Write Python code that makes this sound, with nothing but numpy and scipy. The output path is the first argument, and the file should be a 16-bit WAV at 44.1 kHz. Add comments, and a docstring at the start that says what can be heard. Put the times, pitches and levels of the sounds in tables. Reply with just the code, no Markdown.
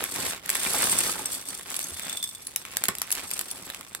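"""Plastic toy bricks slide from a thin plastic bag onto a table: they clack, ring and rattle.
A hand stirs the heap, rocks a hollow piece and picks the last bricks from the bag.
The film buckles, so it snaps and crinkles; pieces and fingers knock on the table top.
Small quiet room, two microphone ports close by."""
import sys
import numpy as np
from scipy import signal
from scipy.fft import rfft, irfft, next_fast_len
from scipy.io import wavfile

SR = 44100
rng = np.random.default_rng(int(sys.argv[2]) if len(sys.argv) > 2 else 0)


def wav_out(sig):
    """Save sig, one row per channel (or a flat mono array), as 16-bit PCM at SR to the path in sys.argv[1]."""
    wavfile.write(sys.argv[1], SR, np.round(np.clip(np.atleast_2d(sig).T, -1, 1) * 32767).astype(np.int16))


N = 176400
T = np.arange(4000) / SR  # time axis of one hit

# Room decay: freq_hz, t60_s
ROOM_DECAY = [(300,0.18),(4000,0.18),(15000,0.068)]
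# Room noise spectrum: freq_hz, gain_db
ROOM_NOISE_EQ = [(15,-27),(45,13.5),(300,10),(1000,-8.5),(15000,-46)]
# Port pair: freq_hz, coherence, right_minus_left_db
PORT_MATCH = [(80,0.72,0),(300,0.58,1.5),(1020,0.55,3),(2010,0.3,3.5),(4870,0.05,0),(8100,0.75,0)]
# Port phase: freq_hz, left_lead_rad
PORT_PHASE = [(0,0),(2000,-.5),(3000,-1.8),(4000,-1.5),(6000,-3.55),(16000,14.8)]

# Table top response: freq_hz, gain_db
TABLE_EQ = [(20,-27),(45,-19),(110,-5),(300,-3),(700,-9),(1300,-8),(5000,-47.5)]
# Bricks and hands bumping the table: time_s, level_db
KNOCK_ENVELOPE = [(0,-37.5),(.11,-48),(0.179,-35),(.43,-54.5),(.69,-43.5),(.745,-36.5),(.87,-38),(1.1,-39),(1.45,-52.5),(1.75,-50),(2.12,-46.5),(2.3,-62),(2.88,-46.5),(3.0,-57.5),(3.18,-48.5),(4,-56)]
# Larger pieces landing: start_s, level_db, pitch_hz
LANDING_HITS = [(.664,-25.5,2370),(.742,-25,845),(0.829,-21.5,1270),(.928,-25.5,1970),(1.009,-27,1840),(1.094,-29.5,1310),(1.155,-31,910),(1.194,-32.5,863),(2.8875,-23,1100)]

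# Single film snaps: start_s, relative_db, boom_offset_db
FILM_SNAPS = [(0.0394,-21,2),(0.1606,-28.5,10),(.2659,-28.5,-5),(0.4601,-31,-0.5),(0.4928,-21,3),(0.5011,-17.5,-4),(0.5534,-22.5,8.5),
              (1.7430,-28.5,9),(1.7919,-25.5,-17),(1.9956,-28.5,1.5),(2.561,-18,-12),(2.652,-39,14),(2.7692,-18.5,-2),(2.8386,-18.5,1),(2.8546,-25.5,7.5),(2.866,-39,0),(2.884,-19,2.5),(2.887,-22,9.5),
              (2.952,-30,-3),(2.9844,-29,-13),(3.0173,-18.5,0),(3.105,-28,7.5),(3.1516,-26,-10),(3.3134,-22.5,-16),(3.3926,-22,-1),(3.4116,-26,-3),(3.701,-32.5,13),(3.7465,-32,7),(3.81,-36.5,9),(3.949,-27.5,5.5)]
# Snap spectrum: freq_hz, gain_db
SNAP_EQ = [(100,-33),(500,-9),(1200,-7.5),(2200,-4),(6500,-1.5),(8500,3.5),(11200,4.5),(16000,-5)]
# Working of the bag: time_s, level_db
CRINKLE_ENVELOPE = [(0,-30.5),(0.112,-42.5),(.19,-34),(0.331,-33),(0.411,-54),(.49,-36),(.74,-31),(1.08,-32.5),(1.24,-41.5),(1.63,-46),(1.71,-38),(1.88,-46),(2.12,-40),(2.21,-53),(2.52,-52),(2.7,-45),(2.86,-44.5),(2.97,-49),(3.08,-44),(3.2,-35),(3.3,-45.5),(3.39,-40.5),(3.46,-46),(3.7,-46),(4,-52)]
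# Crinkle spectrum: freq_hz, gain_db
CRINKLE_EQ = [(100,-4.5),(400,-0.5),(1300,-1),(2500,1.5),(6500,-1.5),(10000,-1),(16000,-9)]

# Hollow piece resonances: freq_hz, level_db, t60_s
HOLLOW_RINGS = [(3520,0,0.045),(8300,0,0.028),(15300,-5,.02)]
# Hollow piece jostled: start_s, level_db
HOLLOW_HITS = [(2.032,-34),(2.094,-26.5),(2.1265,-28),(2.170,-25.5),(2.2264,-24),(2.2385,-22.5),(2.2736,-34),(2.289,-34.5),(2.348,-35)]
# Hollow piece rocking between taps: time_s, level_db
ROCKING_ENVELOPE = [(1.93,-58),(2.0,-43),(2.24,-40),(2.28,-66)]
# Loose brick resonances: freq_hz, level_db
BRICK_RINGS = [(3500,-2),(4500,-5.5),(5780,-8.5),(7800,-7.5),(8450,1.5),(8970,2),(11100,-0.5)]
# Brick spectrum: freq_hz, gain_db
BRICK_EQ = [(200,-13),(1500,-9),(4000,0.5),(6500,5),(11000,4.5),(13000,0),(14500,2),(16000,-4.5)]
# Tumbling of the heap: time_s, level_db
RATTLE_ENVELOPE = [(0,-46),(0.199,-30.5),(0.29,-33.5),(0.43,-70),(0.52,-38),(0.66,-29.5),(0.91,-26.5),(0.969,-30),(1.05,-26),(1.15,-37),(1.27,-45),(1.338,-30),(1.42,-43.5),(1.499,-37.5),(1.63,-49.5),(1.81,-38),
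                   (2.2,-46),(2.5,-50.5),(3.08,-51),(3.26,-41),(3.56,-43.5),(3.85,-56)]
# Brick on brick: start_s, relative_db, pitch_hz
CLACK_HITS = [(0.642,-26.5,8800),(0.7326,-23,11000),(0.8206,-21.5,10930),(.830,-25,4400),(.895,-21,8800),(0.9130,-25,10740),(0.918,-21,8470),(0.9736,-34,9100),(0.9862,-16,8300),(1.0033,-22,9050),
              (1.1904,-32.5,11040),(1.2558,-22,8400),(1.264,-33,5800),(1.342,-36.5,4615),(1.485,-30,8960),(1.701,-29,11000),(1.7635,-25,10850),(1.8406,-28.5,6450),(1.8835,-34.5,10800),
              (2.468,-28.5,10700),(3.1148,-21,11000),(3.123,-18,11450),(3.3345,-26,8640),(3.511,-26,10970)]

KNOCK_DB, SNAP_DB, CRINKLE_DB, CLACK_DB, RATTLE_DB = -2.5, 1, -0.5, -1.5, 1.5  # layer trims
BRICK_T60_S = 0.021


def amp(db):
    """Decibels to gain."""
    return 10 ** (np.asarray(db) / 20)


def lookup(points, hz, column=1):
    """Table column, interpolated over log frequency."""
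    columns = np.transpose(points)
    return np.interp(np.log(hz + 1), np.log(columns[0]), columns[column])


def unit_rms(x):
    """Scale to rms 1."""
    return x / np.sqrt(np.mean(x ** 2) + 1e-20)


def unit_hit(x):
    """Scale to the energy of 4 ms at rms 1."""
    return x / np.sqrt(np.sum(x ** 2) / 2 / (0.004 * SR))


def decay(t60_s, rise_s=0.00029):
    """Fast rise, exponential fall."""
    return (1 - np.exp(-T / rise_s)) * np.exp(-np.log(1000) * T / t60_s)


def add(mix, start_s, sound):
    """Mix a sound in at start_s."""
    part = mix[:, max(round(start_s * SR), 0):][:, :sound.shape[1]]
    part += sound[:, :part.shape[1]]


def equalize(x, eq, size=4096):
    """Minimum-phase filter."""
    log_gain = np.log(amp(lookup(eq, abs(np.fft.fftfreq(size, 1 / SR)))))
    response = np.exp(np.conj(signal.hilbert(log_gain)))
    taps = np.fft.ifft(response).real[:size // 2]
    return signal.oaconvolve(x, taps[None], axes=1)[:, :x.shape[1]]


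def ring(hz, t60_s):
    """One damped mode. Rows, as for every source: direct, scattered."""
    return np.sin(2 * np.pi * (hz * T + rng.random((2, 1)))) * decay(t60_s)


def tick(t60_s):
    """Damped noise burst."""
    return rng.standard_normal((2, len(T))) * decay(t60_s)


def shower(grains, eq, envelope, peak_per_s, spread_db):
    """Random grains, denser and louder as the envelope rises."""
    out = np.zeros((2, N))
    level = amp(np.interp(np.arange(N) / SR, *np.transpose(envelope)))
    density = (level / level.max()) ** 0.38
    for when, which, strength, chance in rng.random((int(peak_per_s * N / SR), 4)):
        share = density[int(when * N)]
        if chance < share:
            gain = amp(-spread_db * np.log(strength + 0.06)) / np.sqrt(share)
            add(out, when * N / SR, gain * grains[int(which * len(grains))])
    return unit_rms(equalize(out, eq)) * level


def room_noise(level_db=-60):
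    """Faint, steady low noise."""
    return amp(level_db) * unit_rms(equalize(rng.standard_normal((2, N)), ROOM_NOISE_EQ))


def room_reverb(x, level_db=-11, onset_s=0.004):
    """Short diffuse tail; the treble dies first."""
    hz, time_s, spectrum = signal.stft(rng.standard_normal((2, SR // 2)), SR, nperseg=256)
    spectrum *= np.exp(-np.log(1000) * time_s / lookup(ROOM_DECAY, hz)[:, None])
    tail = signal.istft(spectrum, SR, nperseg=256)[1]
    tail *= np.clip(np.arange(tail.shape[1]) / SR / onset_s - 0.5, 0, 1)
    return amp(level_db) * signal.fftconvolve(x[:1], tail / np.linalg.norm(tail[0]), axes=1)[:, :N]


def ports(x):
    """Left: direct sound. Right: phase-shifted blend of direct and scattered."""
    size = next_fast_len(N + 4096)
    hz = np.fft.rfftfreq(size, 1 / SR)
    direct, scattered = rfft(x, size)
    coherence = np.clip(lookup(PORT_MATCH, hz), 0, 1)
    balance = amp(lookup(PORT_MATCH, hz, column=2) / 2)
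    lead_rad = np.interp(hz, *np.transpose(PORT_PHASE))
    right = (coherence * direct + np.sqrt(1 - coherence ** 2) * scattered) * np.exp(-1j * lead_rad)
    return irfft(np.array([direct / balance, right * balance]), size)[:, :N]


def landing(pitch_hz, t60_s=0.036, knock_db=-5.5):
    """A piece hits the table: woody note, cluster of shorter modes, dull knock."""
    cluster_hz = pitch_hz * np.exp(0.7 * rng.standard_normal(size=24))
    cluster = unit_hit(sum(ring(hz, t60_s / 2) for hz in cluster_hz))
    knock = unit_hit(equalize(tick(t60_s), TABLE_EQ))
    note = unit_hit(ring(pitch_hz, t60_s))
    return unit_hit(note + cluster + amp(knock_db) * knock)


def hand_thud():
    """The hand settles on the table: one low mode, softened by a window."""
    return ring(hz=85, t60_s=0.14) * np.sqrt(np.hanning(len(T)))


def table_top():
    """Dull knocks of pieces and fingers, a few clear landings, one thud."""
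    grains = [unit_hit(tick(t60_s)) for t60_s in 0.033 * rng.uniform(0.94, 1.5, size=40)]
    out = amp(KNOCK_DB) * shower(grains, TABLE_EQ, KNOCK_ENVELOPE, peak_per_s=240, spread_db=4)
    for start_s, level_db, pitch_hz in LANDING_HITS:
        add(out, start_s, amp(level_db) * landing(pitch_hz))
    add(out, start_s=1.91, sound=amp(-36) * hand_thud())
    return out


def film_snap(boom_offset_db, boom_db=-7.5, boom_hz=1908, shiver_db=-4):
    """A crease flips: sharp crack, brief shiver, dry boom of the film around it."""
    crack = unit_hit(tick(t60_s=0.0038))
    shiver = amp(shiver_db) * unit_hit(tick(t60_s=0.016))
    modes_hz = boom_hz * np.exp(0.535 * rng.standard_normal(size=24))
    boom = unit_hit(sum(ring(hz, t60_s=0.008) for hz in modes_hz))
    return unit_hit(crack + shiver) + amp(boom_db + boom_offset_db) * boom


def bag():
    """Buckling film: loud snaps over a fine crinkle."""
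    snaps = np.zeros((2, N))
    for start_s, relative_db, boom_offset_db in FILM_SNAPS:
        add(snaps, start_s, amp(relative_db + SNAP_DB) * film_snap(boom_offset_db))
    grains = [film_snap(offset_db) for offset_db in 4 * rng.standard_normal(size=120)]
    crinkle = shower(grains, CRINKLE_EQ, CRINKLE_ENVELOPE, peak_per_s=800, spread_db=4.5)
    return equalize(snaps, SNAP_EQ) + amp(CRINKLE_DB) * crinkle


def contact(body, tick_t60_s=0.017, tick_db=1, skid_s=0.003):
    """Ringing body plus the tick that excites it; both swell as the pieces skid together."""
    hit = unit_hit(body) + amp(tick_db) * unit_hit(tick(tick_t60_s))
    return unit_hit(hit * np.minimum(T / skid_s, 1))


def hollow_tap():
    """The struck hollow piece rings in all its modes."""
    return contact(sum(amp(db) * ring(hz, t60_s) for hz, db, t60_s in HOLLOW_RINGS))


def hollow_rocking():
    """The rocking piece hums in its lowest mode."""
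    hz, _, t60_s = HOLLOW_RINGS[0]
    return shower([ring(hz, t60_s)], BRICK_EQ, ROCKING_ENVELOPE, peak_per_s=200, spread_db=2)


def brick_ring(detune=0.022):
    """One brick: its size shifts the modes, the blow sets their weights."""
    body = 0
    for hz, level_db in BRICK_RINGS:
        weight = amp(level_db) * rng.standard_normal()
        body += weight * ring(hz * (1 + detune * rng.standard_normal()), BRICK_T60_S)
    return unit_hit(body)


def heap_rattle(max_slide_t60_s=0.037):
    """Tumbling bricks slide briefly and ring."""
    slide_t60s_s = max_slide_t60_s * rng.uniform(0.46, 1, size=160)
    grains = [contact(brick_ring(), t60_s) for t60_s in slide_t60s_s]
    return amp(RATTLE_DB) * shower(grains, BRICK_EQ, RATTLE_ENVELOPE, peak_per_s=900, spread_db=7)


def clack(pitch_hz, other_modes_db=-7.5):
    """Two bricks meet; one mode dominates."""
    return contact(unit_hit(ring(pitch_hz, BRICK_T60_S)) + amp(other_modes_db) * brick_ring())


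def bricks():
    """Single clacks and the hollow piece over the rattling heap."""
    hits = np.zeros((2, N))
    for start_s, relative_db, pitch_hz in CLACK_HITS:
        add(hits, start_s, amp(relative_db + CLACK_DB) * clack(pitch_hz))
    for start_s, level_db in HOLLOW_HITS:
        add(hits, start_s, amp(level_db) * hollow_tap())
    return equalize(hits, BRICK_EQ) + hollow_rocking() + heap_rattle()


def scene():
    """Room noise, bag, bricks and table at the two ports."""
    noise = room_noise()
    sources = bag() + bricks() + table_top()
    return ports(noise + sources + room_reverb(sources))


def record(dry):
    """Low cut and band limit."""
    low_cut_hz, high_cut_hz = 27, 16050
    highpass = signal.butter(2, low_cut_hz, "highpass", fs=SR, output="sos")
    lowpass = signal.firwin(255, high_cut_hz, window=("kaiser", 9), fs=SR)
    return signal.oaconvolve(signal.sosfilt(highpass, dry), lowpass[None], "same")


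dry = scene()
out = record(dry)
wav_out(out)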